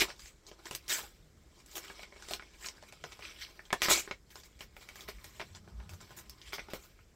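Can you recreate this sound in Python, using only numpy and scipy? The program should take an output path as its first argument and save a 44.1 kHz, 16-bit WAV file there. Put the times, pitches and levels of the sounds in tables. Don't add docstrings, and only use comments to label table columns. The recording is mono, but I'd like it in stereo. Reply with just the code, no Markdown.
import sys
import numpy as np
from scipy import signal
from scipy.fft import rfft, irfft, next_fast_len
from scipy.io import wavfile
from scipy.ndimage import uniform_filter1d, map_coordinates

SR = 44100
rng = np.random.default_rng(int(sys.argv[2]) if len(sys.argv) > 2 else 0)


def materialize(psi):
    bounded = np.clip(np.atleast_2d(psi).T, -1, 1)
    quanta = np.round(bounded * 32767).astype(np.int16)
    wavfile.write(sys.argv[1], SR, quanta)


N = 315315

# start in seconds, peak in dB, then thump, fizz and fine fizz in dB
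# compared with the middle pitches, ringing note in Hz, the rip that follows in dB compared with the peak.
SNAPS = [(0.0004, -18.5, -26, 2.5, -12, 5750, -7), (0.018, -25.5, 4.5, -12, -14.5, 363, -30.5),
         (0.083, -39, 2.5, -2, -33, 1500, -7.5), (0.1028, -33, -8, -6, -35, 1610, -28),
         (0.194, -40.5, -9, 10, -6, 1490, -19), (0.258, -40.5, -16, -1, -20, 5200, -25),
         (0.466, -39, -16, 26, 5, 4160, -27), (0.5146, -38, 10, 7, -37, 3030, -24),
         (0.656, -34, 0.5, 7, -11, 355, -31), (0.6685, -35.5, -16, -40, -36, 1580, -39),
         (0.7108, -26, 3.5, 11.5, 2, 2830, -31), (0.75, -18, -22, 0.5, 5, 4900, -39.5),
         (0.8808, -26.5, -25, 12.5, 8, 5360, -14), (0.8961, -24, -24, 11.5, -19, 5250, -11),
         (0.9274, -23.5, -31, 13, -35, 5800, -16), (0.9859, -31.5, -15, -13, -8, 960, -27),
         (1.035, -39, -2, -7, -19, 840, -30), (1.6615, -38.5, -33, 3, 6, 7750, -42),
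         (1.714, -39, -20, 14, 0.5, 8000, -25), (1.755, -26.5, -3.5, 10, 8.5, 3100, -16.5),
         (1.78, -25.5, -6, 1, 0, 6800, -30), (1.8394, -42.5, -6, -18, -24, 2170, -19),
         (1.9, -36, -0.5, -26, -36, 1630, -36), (1.9927, -38.5, -4, -5, -33, 2400, -34),
         (2.032, -35.5, -6, -3, -35, 2180, -24), (2.1231, -43.5, 3, -21, -29, 2300, -47),
         (2.161, -46, 6, -14, -25.5, 2230, -40), (2.2232, -36, -6, 10, -11, 1520, -24),
         (2.2858, -33, -5, 4, -3.5, 1410, -28), (2.3094, -26.5, 3.5, 4, 1, 710, -18),
         (2.3355, -16.5, -11.5, 5.5, -8, 730, -31.5), (2.3958, -35, -12, -21, -45.5, 1370, -28),
         (2.4232, -38.5, -2, -15, -27, 2200, -34), (2.645, -33.5, -21, -22, -18, 1730, -41),
         (2.6615, -26.5, -19, 32.5, -8, 1830, -34), (2.686, -24.5, -10, 18, -10.5, 2100, -31),
         (2.7806, -45.5, -8, -37, -13, 1520, -41), (2.825, -40, 2, 6, -9, 626, -42),
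         (2.9239, -39, 2.5, 8, 1, 2380, -34), (3.0395, -27.5, -2, -5, -20.5, 440, -28),
         (3.1208, -36.5, -12, 1, -18, 2230, -46), (3.1913, -39, 6, -3, -7, 2300, -36),
         (3.223, -37.5, -28, -23, -27, 2500, -16), (3.252, -32, -17, -40, -41, 2470, -40),
         (3.3886, -43.5, -36, -3, -29, 3380, -22), (3.5925, -36, -12, -39, -41, 1800, -54),
         (3.6533, -46.5, -7, 11, -25, 3320, -17), (3.705, -27, -13, -21, -43, 2220, -37),
         (3.7284, -13, -2.5, -9, -13, 1840, -37), (3.8192, -9, -10, -7, -4.5, 2060, -21.5),
         (3.856, -23.5, -9, -28, -37.5, 1790, -21), (3.885, -13.5, -6, -22, -19, 1360, -20),
         (3.9114, -10, -12, -5, -13, 1260, -25.5), (4.0756, -34, 4, -25, -31.5, 1760, -26),
         (4.1111, -23.5, -6.5, -7.5, -41, 2170, -28), (4.303, -50, -26.5, -14.5, 6, 3970, -6.5),
         (4.3564, -33, -4.5, -1, -3, 5170, -26.5), (4.4348, -42, -9, 5, -9, 5030, -22),
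         (4.591, -45, 0, 13, 0, 1870, -15), (4.607, -30.5, -6, 0.5, -5.5, 2670, -18),
         (4.766, -37, 0, -0.5, 0, 2370, -32), (4.8885, -33, -8, 5, -4.5, 2200, -63),
         (4.9573, -33, 1, 10, 1, 1850, -27), (5.0079, -31.5, -7, 10.5, -4, 3520, -22),
         (5.078, -40.5, -24, 0, -12, 2000, -8), (5.0863, -29, -5, -8, -9, 392, -33),
         (5.1843, -49, -14, -18, -35.5, 2210, -22), (5.243, -30.5, -5.5, 11, -3, 1980, -25),
         (5.3971, -29, 1, 0, -56, 2220, -24), (5.4033, -23.5, -6.5, -8, -66, 2280, -42),
         (5.4135, -28, -4.5, -8, -57.5, 366, -45), (5.5495, -33.5, -8, 15, -31, 1400, -26),
         (5.676, -45.5, 12, -5, -26, 1540, -24.5), (5.8017, -42, -1, -6, -29, 1670, -43),
         (5.893, -35.5, 1, 12, -5, 2800, -19), (5.9352, -37, 8, 18, 3, 1270, -25),
         (6.005, -40, -2, 7, -28, 5300, -12.5), (6.106, -42, 2, 6, -14, 1560, -20),
         (6.1647, -44.5, 3, 22, 17, 7600, -14), (6.1873, -31, -4, 16, 1, 1570, -26.5),
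         (6.2962, -28.5, -23.5, 11, 10, 5750, -53), (6.4156, -34.5, -40, 13, -39, 3270, -41),
         (6.5237, -34.5, -21, -2, -13, 2420, -10), (6.5322, -22, -4.5, 3.5, -19, 2220, -20),
         (6.583, -30.5, -4, -27, -30, 2730, -41), (6.5928, -29, -30, -21, -45, 2030, -56),
         (6.685, -39, 7, -11, -20, 373, -27), (6.7021, -37.5, -6, 2, -14, 370, -14),
         (6.7349, -22, 3.5, 3.5, -6.5, 540, -24.5), (6.8356, -44, 1, 16, 1, 4200, -16),
         (6.9894, -47.5, -15, -40, -36, 1380, -50)]
# time in seconds, crumple level in dB, fine fizz level in dB.
FINGERS = [(0.0, -55, -65), (0.1, -60, -79), (0.28, -73, -86), (0.57, -70, -89), (0.9, -61.5, -75),
           (1.19, -71, -84), (1.55, -73, -83), (1.87, -54, -72), (2.03, -61.5, -88), (2.63, -64.5, -85),
           (3.38, -61, -68), (3.7, -63.5, -74), (3.94, -48, -77), (4.16, -77.5, -84), (5.14, -66, -80),
           (5.73, -78, -100), (6.03, -60, -74), (6.69, -65.5, -82), (6.93, -68, -77), (7.15, -74.5, -89)]
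# loudest moment in seconds, crumple level in dB, seconds to rise
# 20 dB, seconds to fall 20 dB (negative means a quick stop), then flex, fizz and fine fizz in dB
# compared with the crumple, the air pocket's upper note in Hz.
STROKES = [(0.015, -35, 0.074, .045, -6, 4, -9.5, 1900), (0.12, -55, 0.067, -0.12, -9, -19, -23, 1450),
           (0.28, -56, 0.14, 0.04, -15, 6, -5, 2100), (0.5, -57.5, 0.067, -0.47, -4.5, -9, -25, 1680),
           (0.6, -66.5, .03, -0.5, 2, -8, -27, 1500), (0.67, -52, .05, 0.07, -12, 0, -6, 1590),
           (0.76, -56, 0.11, -0.22, 0, 3, -4.5, 2700), (0.925, -36.5, 0.026, 0.105, -21, 4, -0.5, 1600),
           (0.985, -48, .08, 0.05, -2.5, 0, -2.5, 1650), (1.055, -66, .02, 0.13, -12, -22, -8, 1450),
           (1.61, -61, 0.13, -0.34, -7, 0, -16, 1060), (1.72, -65.5, .05, -0.66, -27, 5, -1, 1600),
           (1.77, -49.5, 0.045, -0.31, -7, 5.5, 4, 1560), (1.85, -52, 0.017, -0.14, -17, 2, -13.5, 2270),
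           (1.93, -63, 0.12, -0.2, -15.5, 4.5, -5, 2200), (2.03, -53.5, .12, -0.05, -6.5, -5, -12, 2273),
           (2.2, -66.5, 0.027, .05, -5, -10, -22, 1623), (2.31, -47, 0.099, -0.18, -14, -1, -13, 1360),
           (2.67, -43.5, 0.083, -0.02, -11, 2.5, -7, 1880), (2.77, -61, 0.041, -0.5, -2.5, -1, -17, 1382),
           (2.89, -61.5, 0.035, -0.58, -25, 1, -5, 2430), (3.13, -52.5, 0.05, -0.77, -6.5, 2, -13, 2280),
           (3.25, -49, 0.05, 0.14, -12, -5, -29, 2200), (3.42, -41, 0.031, 0.04, -44, -8, -17, 3260),
           (3.51, -59, .04, 0.02, -1, -9, -14, 1200), (3.83, -36, .02, 0.1328, -12, -8, -9, 2050),
           (3.905, -24, 0.021, 0.0679, -6.5, 5.5, -5.5, 2080),
           (3.965, -36.5, 0.056, 0.06, -13, 0, -11.5, 2300),
           (4.005, -41.5, .05, -0.0145, -13, 4, -6.5, 2300), (4.37, -61, 0.093, 0.2, -16, 3, -7.5, 1600),
           (4.46, -62, 0.023, -0.18, -12, 7, 2, 2100), (4.83, -56.5, 0.05, -0.29, -8, 3, -3, 2100),
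           (4.9, -58.5, 0.12, 0.35, -6.5, -2, -11, 2060), (5.0, -57, 0.02, -0.35, -29, 3, -11.5, 2160),
           (5.36, -58, .3, 0.25, -12.5, 1.5, -12, 1820), (5.57, -63, 0.11, -0.3, -5.5, -1, -43.5, 1670),
           (5.7, -69, 0.14, 0.1, 2.5, -5, -18, 1050), (5.81, -64.5, 0.063, 0.14, -1, -6, -26, 1400),
           (6.48, -53.5, 0.055, 0.06, -42, 0, -29, 2030), (6.59, -58.5, 0.12, 0.23, -5, -9.5, -38.5, 2080),
           (6.83, -68, 0.095, -0.48, 0.5, 9, 0, 2520)]
# frequency in Hz, level in dB.
PAPER_TONE = [(88, -52.5), (150, -28.5), (334, -5), (383, -7), (439, -9.5), (649, -10.5), (1020, -10),
              (1480, -9.5), (1690, -7.5), (2000, -7.5), (2230, -4), (2500, -7), (3700, -5), (4410, -1.5),
              (6000, 15.5), (7600, 15), (8400, 6.5), (9260, 3.5), (14500, 15), (16000, 6.5)]
# frequency in Hz, level in dB.
DEEP_TONE = [(12, -42), (20, -13), (49, -2), (65, -5), (80, -16.5), (100, -78), (180, -120)]
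UPPER_TONE = [(41, -43), (70, 2.5), (119, -4), (170, -6.5), (220, -6.5), (370, -120)]
HISS_TONE = [(71, -15), (120, -3.5), (378, 2), (483, -1.5), (949, -12), (2110, -9), (2700, -19),
             (7500, -11.5), (9210, -22.5), (15000, -25), (16000, -49)]
# loudest moment in seconds, peak in dB, pitch in Hz, seconds to fall 20 dB.
BUMPS = [(0.02, -47, 50, .08), (0.74, -55, 130, .04), (1.27, -63, 155, .07), (3.05, -56, 150, .04),
         (3.96, -55, 60, .08), (5.08, -53, 58, .06), (5.17, -46, 48, .05), (5.54, -52, 92, .05),
         (5.785, -39, 58, .065), (5.86, -52, 90, .04), (5.93, -48, 88, .06), (6.3, -53, 56, .06),
         (6.47, -54, 56, .05)]
# frequency in Hz, seconds to fade by 60 dB.
ECHO_TIMES = [(200, 0.11), (1000, 0.088), (4000, 0.12), (12000, 0.07)]
# frequency in Hz, how alike left and right are (1 means the same).
LIKENESS = [(40, 0.93), (130, 0.88), (290, 0.91), (640, 0.56), (1400, 0.11), (4000, 0)]

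SNAP_FADE_S = 0.03
THUMP_HZ, THUMP_SPREAD, THUMP_SHARE = 535, .45, 0.54
SNAP_PAN_DB, PAN_SCATTER_DB = 3.5, 2.5
RIP_RISE_S = 0.003
RIP_HOLD_S, RIP_TILT_DB = [.035, 0.032, 0.024, 0.039], [-7.5, -1.5, -5, -5.5]
DEEP_DB, UPPER_DB, WAVER_DB, SURGE_DB, HISS_DB = -64.5, -68.5, 1.85, -56, -67.5
TOP_HZ = 15800


def amp(db):
    return 10 ** (np.asarray(db) / 20)


def unit(x):
    return x / np.sqrt(np.mean(x ** 2) + 1e-20)


def along(points, hz):
    f, v = np.transpose(points)
    return np.interp(np.log(hz + 1), np.log(f + 1), v)


def wobble(rate):
    return map_coordinates(rng.standard_normal(int(N * rate / SR) + 4), [np.arange(N) * rate / SR])


def swell(s, rise, fall):
    corners = [s - 5 * max(rise, .01), s, s + 5 * max(fall, .01)]
    return amp(np.interp(np.arange(0, N, 32) / SR, corners, [-100, 0, -100])).repeat(32)[:N]


def filtered(x, response):
    m = next_fast_len(N + SR // 2)
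    return irfft(rfft(x, m) * response(np.fft.rfftfreq(m, 1 / SR)), m)[..., :N]


def flicker(x, depth_db, bins, frames):
    spectrum = signal.stft(x, nperseg=256)[2]
    patches = uniform_filter1d(rng.standard_normal(spectrum.shape[-2:]), bins, 0)
    patches = uniform_filter1d(patches, frames, 1)
    return signal.istft(spectrum * amp(depth_db * unit(patches)), nperseg=256)[1][..., :N]


def all_around(x):
    angle = lambda hz: np.arccos(np.clip(along(LIKENESS, hz), -1, 1)) / 2
    mid, side = filtered(x, lambda hz: np.array([np.cos(angle(hz)), np.sin(angle(hz))]))
    return np.array([mid + side, mid - side])


def crease_snaps():
    out, t = np.zeros((2, N + SR)), np.arange(SR // 25) / SR
    count = 72
    for s, db, thump_db, fizz_db, fine_db, ring_hz, _ in SNAPS:
        tuning, strength, push, lateness, side = rng.random((5, count, 1))
        hz = 250 * (15500 / 250) ** ((np.arange(count)[:, None] + tuning) / count)
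        tone = [(250, thump_db - 8.5), (700, thump_db), (2300, 0.0056), (6000, fizz_db), (11500, fine_db)]
        near = lambda note_hz: np.exp(-(np.log(hz / note_hz) / 0.11) ** 2)
        thump_hz = THUMP_HZ * np.exp(THUMP_SPREAD * rng.standard_normal())
        lift_db = 11.6 * (THUMP_SHARE * near(thump_hz) + near(ring_hz))
        size = amp(along(tone, hz) + 5 * strength + lift_db) * np.sign(push - .5)
        softness = db / -30
        age = np.maximum(t - .001 * softness ** 2.894 * lateness ** 2, 0)
        fade_s = SNAP_FADE_S * softness ** 0.2 * (2000 / hz) ** 0.38
        ring = amp(-60 * age / fade_s)
        crack = 1.9 * np.sqrt(hz / 4000) * amp(-60 * age / .003)
        notes = size * (ring + crack) * np.sin(2 * np.pi * hz * age)
        pan_db = SNAP_PAN_DB + PAN_SCATTER_DB * rng.standard_normal()
        side_db = pan_db / 2 + 4 * (side - .5)
        pair = np.array([np.sum(notes * amp(k * side_db), 0) for k in (1, -1)])
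        out[:, round(s * SR):][:, :len(t)] += amp(db) * pair / np.abs(pair.mean(0)).max()
    return out[:, :N]


def hand_effort():
    times, *levels = np.transpose(FINGERS)
    crumple_db, fine_db = [np.interp(np.arange(N) / SR, times, level) for level in levels]
    gains = amp([crumple_db - 8, crumple_db, crumple_db - 2.5, fine_db])
    for s, db, rise, fall, flex_db, fizz_db, fine_db, _ in STROKES:
        gains += amp(db + np.array([flex_db, 0, fizz_db, fine_db]))[:, None] * swell(s, rise, fall)
    t = np.arange(SR // 8) / SR
    bite = 1 - np.exp(-t / RIP_RISE_S)
    let_go = np.exp(-(t / np.array(RIP_HOLD_S)[:, None]) ** 3)
    for s, db, thump_db, fizz_db, fine_db, _, rip_db in SNAPS:
        tilt_db = RIP_TILT_DB + .6 * np.array([thump_db, 0, fizz_db, fine_db])
        gains[:, round(s * SR):][:, :len(t)] += amp(db + rip_db + tilt_db)[:, None] * bite * let_go
    return gains


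def air_pocket(x, boost_db, width, note_ratio):
    hz, t, spectrum = signal.stft(x, SR, nperseg=512)
    times, *_, notes_hz = np.transpose(STROKES)
    upper_hz = np.interp(t, times, notes_hz)
    near = lambda note_hz: np.exp(-(np.log((hz[:, None] + 1) / note_hz) / width) ** 2)
    lift_db = boost_db * (near(upper_hz) + near(upper_hz / note_ratio))
    return signal.istft(spectrum * amp(lift_db), SR, nperseg=512)[1][..., :N]


def paper_rustle():
    cracks = (rng.random(N) < 600 / SR) * amp(np.minimum(5 * rng.exponential(1, N), 15))
    crack_fade = amp(-60 * np.arange(SR // 50) / SR / .004)
    crackle = unit(signal.fftconvolve(cracks, crack_fade)[:N])
    grain = (crackle + 2.9) * amp(1.19 * wobble(45))
    sheet = grain * (rng.standard_normal(N) + all_around(rng.standard_normal((2, N))))
    sheet = flicker(sheet, depth_db=3.2, bins=4, frames=5)
    sheet = air_pocket(sheet, boost_db=5, width=0.17, note_ratio=1.75)
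    sheet = filtered(sheet, lambda hz: amp(along(PAPER_TONE, hz)))
    edges = [(1300, "low"), ((1300, 4000), "band"), ((4000, 8500), "band"), (8500, "high")]
    bands = [signal.butter(3, hz, kind, fs=SR, output="sos") for hz, kind in edges]
    return sum(gain * unit(signal.sosfilt(band, sheet)) for gain, band in zip(hand_effort(), bands))


def wall_echo(x):
    hz, t, spectrum = signal.stft(rng.standard_normal((2, SR // 2)), SR, nperseg=256)
    fade = amp(-60 * t / along(ECHO_TIMES, hz)[:, None])
    tail = signal.istft(spectrum * fade, SR, nperseg=256)[1]
    delayed = np.pad(x, (130, 0))[None]
    return all_around(signal.fftconvolve(delayed, tail / np.linalg.norm(tail[0]), axes=1)[:, :N])


def rumble_and_hiss():
    def noise(tone):
        return unit(filtered(all_around(rng.standard_normal((2, N))), lambda hz: amp(along(tone, hz))))
    deep = amp(DEEP_DB + WAVER_DB * wobble(3))
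    upper = amp(UPPER_DB + WAVER_DB * wobble(4)) + amp(SURGE_DB) * swell(5.85, rise=.7, fall=.6)
    rumble = deep * noise(DEEP_TONE) + upper * noise(UPPER_TONE)
    return rumble + amp(HISS_DB) * flicker(noise(HISS_TONE), depth_db=0.95, bins=4, frames=9)


def dull_bumps():
    out, t = np.zeros(N + SR), np.arange(-SR // 2, SR // 2) / SR
    for s, db, hz, fall_s in BUMPS:
        level = amp(db - 20 * np.minimum((t / fall_s) ** 2, 10))
        out[round(s * SR):][:SR] += level * np.sin(2 * np.pi * hz * t)
    return out[SR // 2:][:N]


def scene():
    paper = crease_snaps() + paper_rustle() * amp([[.6], [-.6]])
    def left_first(lead_s):
        return filtered(paper, lambda hz: np.exp(1j * np.pi * hz * lead_s * np.array([[1], [-1]])))
    drift = np.interp(np.arange(N) / SR, [4.3, 5.2], [0, 1])
    direct = (1 - drift) * left_first(3.5e-5) + drift * left_first(7e-5)
    return direct + amp(-4.5) * wall_echo(paper.mean(0)) + rumble_and_hiss() + dull_bumps()


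def record(dry):
    return filtered(dry, lambda hz: hz < TOP_HZ)


dry = scene()
out = record(dry)
materialize(out)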